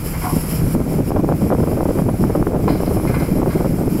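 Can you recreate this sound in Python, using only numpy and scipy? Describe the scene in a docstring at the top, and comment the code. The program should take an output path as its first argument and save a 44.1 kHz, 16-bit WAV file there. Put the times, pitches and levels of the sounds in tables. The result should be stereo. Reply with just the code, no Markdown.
"""Open fields, with a tracked excavator working some way off. Its diesel drones and clatters,
oil hisses through the valves with a thin gliding whistle, and the steel arm and bucket clank
and scrape a few times. Up close, wind rumbles, buffets and pops on the two microphone ports
separately and pushes them into a limiter."""
import sys
import numpy as np
from scipy import signal
from scipy.fft import rfft, irfft
from scipy.io import wavfile
from scipy.ndimage import uniform_filter1d, minimum_filter1d

SR = 44100
rng = np.random.default_rng(int(sys.argv[2]) if len(sys.argv) > 2 else 0)


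def waveform_to_disk(signal):
    """Save audio, clipped to [-1, 1], as 16-bit WAV at the path in sys.argv[1]."""
    frames = np.transpose(np.atleast_2d(signal))
    scaled = np.clip(frames, -1, 1) * 32767
    samples = np.round(scaled).astype(np.int16)
    wavfile.write(sys.argv[1], SR, samples)


N = 176400
T = np.arange(N) / SR
HZ = np.fft.rfftfreq(N, 1 / SR)

# Level ride applied to the machine's hiss, partly followed by the engine; the sound dips sharply for moments at
# a time: time_s, level_db
MACHINE_RIDE = [(0, -42), (.03, -38.5), (.37, -36), (.55, -32), (.63, -38), (.745, -38), (.77, -47),
                (.85, -45.5), (.95, -39), (1.01, -47), (1.09, -40), (1.115, -47), (1.22, -48), (1.49, -42),
                (1.53, -47), (1.72, -43.5), (1.86, -46), (1.96, -42.5), (2.1, -47), (2.22, -41.5),
                (2.42, -47), (2.58, -50.5), (2.65, -44), (2.88, -41), (3.3, -42), (3.44, -46), (3.6, -42),
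                (3.84, -44.5), (3.92, -40.5)]


def amp(db):
    """Decibels to gain."""
    return 10 ** (np.asarray(db) / 20)


def unit_rms(x):
    """Scales each channel to unit rms."""
    return x / np.sqrt(np.mean(x ** 2, axis=-1, keepdims=True) + 1e-20)


def eq_db(points):
    """Draws an EQ curve through the points, along log frequency."""
    hz, db = np.transpose(points)
    return np.interp(np.log(HZ + 1), np.log(hz + 1), db)


def automation(rows):
    """Draws one curve in time for each column after the first."""
    times, *columns = np.transpose(rows)
    return np.array([np.interp(T, times, column) for column in columns])


def noise(colour):
    """Coloured noise at unit rms, unrelated left and right."""
    return unit_rms(irfft(rfft(rng.standard_normal((2, N))) * colour, N))


def drift(rate_hz):
    """Smooth random stereo motion up to the given rate."""
    return noise(1 / np.sqrt(1 + (HZ / rate_hz) ** 8))


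def engine():
    """A six-cylinder diesel: tones tied to the shaft speed, over clatter that pulses with each firing."""
    # Drone partials: shaft_multiple, level_db
    partials = [(4, -29), (5, -23.5), (6, -34), (9, -55), (12, -66), (15, -36.5), (19.33, -41)]
    # Colour of the engine and fan noise: freq_hz, gain_db
    clatter_eq = [(100, 4.5), (180, -11.5), (330, -21), (550, 3), (750, 0), (1080, -0.5), (1350, -1.5),
                  (1850, -9), (2120, -5.5), (2450, -5.5), (2800, -22), (3600, -20), (6000, -19.5)]
    shaft_hz, wander, firings_per_turn = 31.88, 0.0026, 3
    turns = np.cumsum(shaft_hz * (1 + wander * drift(rate_hz=3.5)[0])) / SR
    drone = 0
    for multiple, db in partials:
        phase = rng.random() + 0.17 * rng.standard_normal((2, 1))
        drone += amp(db) * np.sqrt(2) * np.sin(2 * np.pi * (multiple * turns + phase))
    firing = 1 + 0.2 * np.cos(2 * np.pi * firings_per_turn * turns)
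    clatter = noise(amp(eq_db(clatter_eq)))
    clatter = unit_rms((clatter + 0.12 * clatter[::-1]) * firing)  # crossfeed narrows the image
    ride_db = 0.46 * (automation(MACHINE_RIDE) + 37.5)
    return (amp(-4.5) * drone + amp(-34.5) * clatter) * amp(ride_db)


def hiss_ripple(depth_db=5.5, spacing_hz=44.5):
    """Fine random peaks and dips, in dB, that give the hiss a faintly ringing texture."""
    knots_hz = np.arange(0, SR / 2, spacing_hz)
    heights = rng.standard_normal(len(HZ))[:len(knots_hz)]
    return depth_db * np.interp(HZ, knots_hz, heights)


def shifting_hiss(colour_db, patterns=6):
    """Hiss that crossfades at random between ripple patterns, so its fine colour shimmers."""
    fades = np.array([drift(rate_hz=3.96)[0] ** 2 for _ in range(patterns)])
    fades /= np.linalg.norm(fades, axis=0)
    return sum(fade * noise(amp(colour_db + hiss_ripple())) for fade in fades)


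def hydraulics():
    """Flickering valve hiss, with a fuzzy whistle that glides as the oil flow changes."""
    # Colour of oil rushing through the valves: freq_hz, gain_db
    hiss_eq = [(1500, -9), (3000, 1), (3650, -11.5), (4500, -3), (5350, 3.5), (6200, -9), (7400, 1.5),
               (8300, -5), (9300, 1), (11000, 6), (12000, 6), (13400, 5.5), (14400, -5), (15300, -5.5)]
    # Stereo lean of that colour: freq_hz, left_minus_right_db
    hiss_lean = [(2000, 17), (3500, 1.5), (5500, 3), (7500, 5.5), (9200, 0.5), (11000, -2), (12300, 2.5),
                 (14500, -3.5)]
    # Path of the valve whistle: time_s, pitch_hz, level_db
    whistle_glide = [(0, 11100, -60), (.45, 10800, -33), (.7, 10360, -49), (1.1, 10400, -71),
                     (1.6, 9650, -52), (1.95, 10070, -47), (2.37, 10800, -46), (2.5, 10600, -55),
                     (2.75, 10660, -49), (2.95, 10580, -47), (3.25, 9700, -47), (3.45, 9400, -69),
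                     (4, 10200, -54)]
    colour_db = eq_db(hiss_eq) + np.array([[.5], [-.5]]) * eq_db(hiss_lean)
    flicker_db = 1.5 * drift(rate_hz=16.5)[0]
    hiss_db = automation(MACHINE_RIDE) + flicker_db + [[4.5], [6.5]]  # left and right trims
    pitch_hz, whistle_db = automation(whistle_glide)
    tone = np.cos(2 * np.pi * np.cumsum(pitch_hz) / SR)
    whistle = unit_rms(drift(rate_hz=120) * tone)  # smears the tone into a narrow band
    return shifting_hiss(colour_db) * amp(hiss_db) + whistle * amp(whistle_db + [[-3], [1.5]])


def steel_knocks():
    """The arm and bucket knock, grind briefly and ring out in three groups of resonances."""
    # Clanks and scrapes: start_s, rise_s, t60_s, low_db, mid_db, high_db
    knocks = [(0.133, 0.0069, 0.22, -33.5, -31, -46), (0.213, 0.0063, 0.25, -32.5, -31, -47),
              (0.238, 0.014, 0.43, -22, -38, -56), (2.678, 0.0026, 0.049, -16.5, -24, -37),
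              (2.688, 0.0025, 0.58, -35, -34, -38), (2.858, 0.0028, 0.18, -44, -36, -42),
              (3.068, 0.0083, 0.53, -37, -30, -46), (3.14, 0.0025, 0.21, -27, -24.5, -42),
              (3.196, 0.003, 0.92, -38.5, -37.5, -47), (3.48, 0.031, 0.63, -36.5, -34.5, -46)]
    # Low, middle and high resonances of the steel: pitch_hz, width_hz, level_db
    low_modes = [(725, 75, 6.5), (943, 220, 9.5), (1112, 90, 4), (1400, 150, -4)]
    mid_modes = [(1530, 380, 1), (2102, 105, -0.95), (2335, 350, -2.8)]
    high_modes = [(3050, 430, 0), (4120, 470, 4), (4960, 420, 6)]
    groups = (low_modes, 0, .55), (mid_modes, 1.8, -.12), (high_modes, -.6, .15)
    out = np.zeros((2, N))
    for group, (modes, lean_db, crossfeed) in enumerate(groups):
        ring = noise(sum(amp(db) / np.sqrt(width) / (1 + (2 * (HZ - hz) / width) ** 2)
                         for hz, width, db in modes))
        envelope = np.zeros(N)
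        for start_s, rise_s, t60_s, *levels_db in knocks:
            attack = np.clip((T - start_s) / rise_s, 0, 1)
            decay_db = 60 * np.maximum(T - start_s - rise_s, 0) / t60_s
            envelope += attack * amp(levels_db[group] - decay_db)
        out += unit_rms(ring + crossfeed * ring[::-1]) * envelope * amp([[lean_db], [-lean_db]])
    grit_db = 0.5 * np.clip(drift(rate_hz=181)[0], -2, 2)
    return out * unit_rms(amp(grit_db))


def gusting(rate_hz, depth_db=6):
    """A gain that surges and sags at random with the wind on each port."""
    return unit_rms(amp(depth_db * np.clip(drift(rate_hz), -2, 1)))


def turbulence(eq, steadiness=0.56):
    """Coloured noise with its swings partly evened out, so each gust keeps its strength."""
    swings = signal.hilbert(noise(amp(eq_db(eq))))
    return unit_rms(swings.real / (abs(swings) ** 2 + .5) ** (steadiness / 2))


def eddy_crackle(eddies_per_s=1000):
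    """Tiny eddies hit at random moments and blur into a rasp, coloured by the port."""
    # Colour of the rasp: freq_hz, gain_db
    rasp_eq = [(100, -27.5), (320, 4), (520, -0.5), (850, -11.5), (1400, -23.5), (2000, -36), (3200, -43),
               (8000, -100)]
    hits = (rng.random((2, N)) < eddies_per_s / SR) * rng.choice([-1, 1], (2, N))
    return unit_rms(irfft(rfft(hits) * amp(eq_db(rasp_eq)), N))


def wind():
    """Low rumble and light flutter, broken by buffets that each thump and rasp on one port."""
    # Colours of the wind layers: freq_hz, gain_db
    rumble_eq = [(8, -45), (22, 1.5), (45, 6.5), (80, 1), (140, 0.5), (300, -9.5), (1000, -43)]
    flutter_eq = [(20, -46), (60, -6), (110, 0), (180, -2.5), (280, -4), (450, -12.5), (900, -28.5),
                  (1800, -54), (5000, -85)]
    thump_eq = [(30, -6), (90, -5.5), (160, 3.5), (250, 0), (380, -7), (600, -20), (1400, -64), (4000, -82)]
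    # Level ride of the fluttering breeze: time_s, left_db, right_db
    breeze = [(0.0, -29, -39), (0.3, -39, -23), (0.55, -36, -19), (0.75, -24, -21), (1.1, -20.5, -20.5),
              (1.5, -25.0, -12.5), (1.95, -19, -22.5), (2.1, -31, -12.5), (2.3, -35, -15.5),
              (2.55, -19, -27.5), (3.0, -20, -15.5), (3.5, -32.5, -22), (4.0, -15, -15.5)]
    # Blows of air: centre_s, length_s, thump_db, rasp_db, port (0 left, 1 right)
    buffets = [(0.057, 0.033, -17.5, -41, 0), (0.335, 0.019, -10, -39, 1), (0.366, 0.012, -13, -24, 1),
               (0.369, 0.011, -8.5, -34.0, 0), (0.444, 0.018, -16.0, -29, 0), (0.632, 0.043, -9.5, -38, 1),
               (0.679, 0.021, -9.5, -42, 1), (0.762, 0.049, -9, -22.5, 1), (0.807, 0.045, -28, -26, 0),
               (0.81, 0.016, -11, -15.5, 1), (0.872, 0.051, -16, -26.5, 1), (0.938, 0.067, -16.0, -22.5, 0),
               (1, 0.029, -6, -18, 1), (1.119, 0.008, -9, -11, 1), (1.177, 0.066, -10.5, -23, 1),
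               (1.178, 0.045, -15, -16, 0), (1.239, 0.03, -7.5, -28, 1), (1.304, 0.046, -13, -18, 1),
               (1.314, 0.073, -21.5, -17.5, 0), (1.42, 0.018, -11, -18, 0), (1.526, 0.026, -37, -9, 0),
               (1.597, 0.03, -12, -15.5, 0), (1.636, 0.014, -8, -7, 0), (1.68, 0.016, -16.5, -14, 0),
               (1.718, 0.039, -25, -17, 0), (1.758, 0.14, -15.5, -36.5, 1), (1.795, 0.059, -17, -15, 0),
               (1.861, 0.016, -9, -18, 0), (1.899, 0.03, -8, -11, 1), (1.98, 0.051, -17, -16.5, 0),
               (1.99, 0.019, -14, -21, 1), (2.023, 0.015, -5, -38, 1), (2.063, 0.011, -5, -22.5, 1),
               (2.096, 0.015, -37, -10.5, 1), (2.249, 0.052, -8, -21.5, 1), (2.305, 0.018, -4.5, -10.5, 1),
               (2.358, 0.025, -20, -12.5, 1), (2.388, 0.042, -13.5, -23, 0), (2.41, 0.06, -9.5, -24.5, 1),
               (2.474, 0.015, -12.5, -18, 0), (2.491, 0.029, -17.5, -29, 1), (2.545, 0.11, -15, -17.5, 1),
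               (2.697, 0.14, -12, -19, 1), (2.7, 0.052, -22, -20.5, 0), (2.816, 0.029, -18, -16.5, 1),
               (2.886, 0.029, -11.5, -21, 0), (2.914, 0.009, -33, -15.5, 1), (2.961, 0.034, -8, -18, 1),
               (3.062, 0.028, -14, -24, 0), (3.104, 0.02, -8.5, -16.5, 0), (3.14, 0.03, -15, -27, 0),
               (3.173, 0.0094, -7, -13, 1), (3.218, 0.039, -11, -23.5, 1), (3.235, 0.033, -16.5, -20, 0),
               (3.298, 0.041, -17, -29.5, 0), (3.324, 0.04, -7, -52, 1), (3.371, 0.052, -11, -23, 0),
               (3.398, 0.098, -12.5, -22.5, 1), (3.425, 0.018, -13, -15, 0), (3.474, 0.027, -11, -16.5, 0),
               (3.489, 0.036, -11.5, -23.5, 1), (3.556, 0.054, -18, -19.5, 0),
               (3.565, 0.032, -13.0, -27.5, 1), (3.608, 0.038, -11.5, -18.0, 0),
               (3.658, 0.017, -13, -15, 0), (3.66, 0.047, -13, -38.0, 1), (3.703, 0.017, -7.5, -37.5, 1),
               (3.746, 0.03, -12, -31, 1), (3.814, 0.063, -17.5, -18.5, 1), (3.878, 0.015, -3.5, -17, 1),
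               (3.923, 0.034, -11.5, -46, 1)]
    gusts = amp(automation(breeze) + 1.87) * gusting(rate_hz=33)
    sputter = gusting(rate_hz=58)
    thump = turbulence(thump_eq) * np.sqrt(sputter)
    rasp = eddy_crackle() * sputter
    rumble = amp(-24) * noise(amp(eq_db(rumble_eq)))
    out = rumble + gusts * turbulence(flutter_eq)
    for centre_s, length_s, thump_db, rasp_db, port in buffets:
        near = abs(T - centre_s) < 2 * length_s
        swell = np.exp(-abs((T[near] - centre_s) / (0.49 * length_s)) ** 3)
        for layer, db in ((thump, thump_db - 0.58), (rasp, rasp_db + 1.98)):
            puff = swell * layer[port, near]
            puff_rms = np.sqrt(np.sum(puff ** 2) / (length_s * SR) + 1e-12)
            out[port, near] += amp(db) * puff / puff_rms
    return out


def eddy_pops(boost_db=7.5, steepness=2.72, cutoff_hz=2600):
    """Single eddies pass a port, each one sharp swing of pressure; the narrow port dulls them. 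The same kind of
    swing gives the hard crack of the bucket's knock near 2.68 s."""
    # Eddy strikes, and at 2.6846 s the sharp crack of the bucket's knock: centre_s, level_db, pitch_hz, port (0
    # left, 1 right)
    pops = [(0.751, -9.5, 390, 1), (1.1066, 13, 423, 1), (1.168, 5, 387, 0), (1.2462, 4, 417, 1),
            (1.2904, -1, 470, 1), (1.3238, -3, 415, 1), (1.504, 4, 473, 1), (1.5244, -7, 480, 0),
            (1.55, -8.5, 445, 1), (1.8076, 9, 470, 0), (1.8313, 15, 400, 1), (1.8562, 6, 445, 1),
            (1.9883, -11, 565, 0), (2.0212, -8, 555, 1), (2.087, -3, 397, 1), (2.2398, 10, 523, 1),
            (2.3517, -6.5, 470, 1), (2.4274, -6.5, 520, 1), (2.4702, 19, 660, 1), (2.555, -6, 400, 1),
            (2.6846, -3, 533, 1), (2.835, 16, 447, 1), (2.9997, -13, 476, 1), (3.053, -9, 430, 0),
            (3.4609, 4, 446, 0), (3.6465, -9.5, 427, 0)]
    offsets = np.arange(-600, 601)  # samples around a pop's centre
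    t = offsets / SR
    out = np.zeros((2, N))
    for centre_s, db, pitch_hz, port in pops:
        phase = np.exp(2j * np.pi * rng.random())
        swing = phase * (1 - 2j * np.pi * pitch_hz * t / (steepness - 1)) ** -steepness
        out[port, round(centre_s * SR) + offsets] += amp(db + boost_db) * swing.real * np.hanning(len(t))
    return irfft(rfft(out) / np.sqrt(1 + (HZ / cutoff_hz) ** 8), N)


def scene():
    """The distant machine in open air, and the wind at the microphone."""
    return engine() + hydraulics() + steel_knocks() + wind() + eddy_pops()


def record(dry):
    """A fast limiter on each port, then a steep low-pass."""
    ceiling, window_s, cutoff_hz = 0.83, 0.0013, 15750
    window = int(window_s * SR)
    gain = np.minimum(1, ceiling / (abs(dry) + 1e-9))
    held_gain = minimum_filter1d(gain, window, axis=1)
    limited = dry * uniform_filter1d(held_gain, window, axis=1)
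    lowpass = signal.firwin(601, cutoff_hz, window=("kaiser", 9), fs=SR)
    return signal.oaconvolve(limited, lowpass[None], "same")


dry = scene()
out = record(dry)
waveform_to_disk(out)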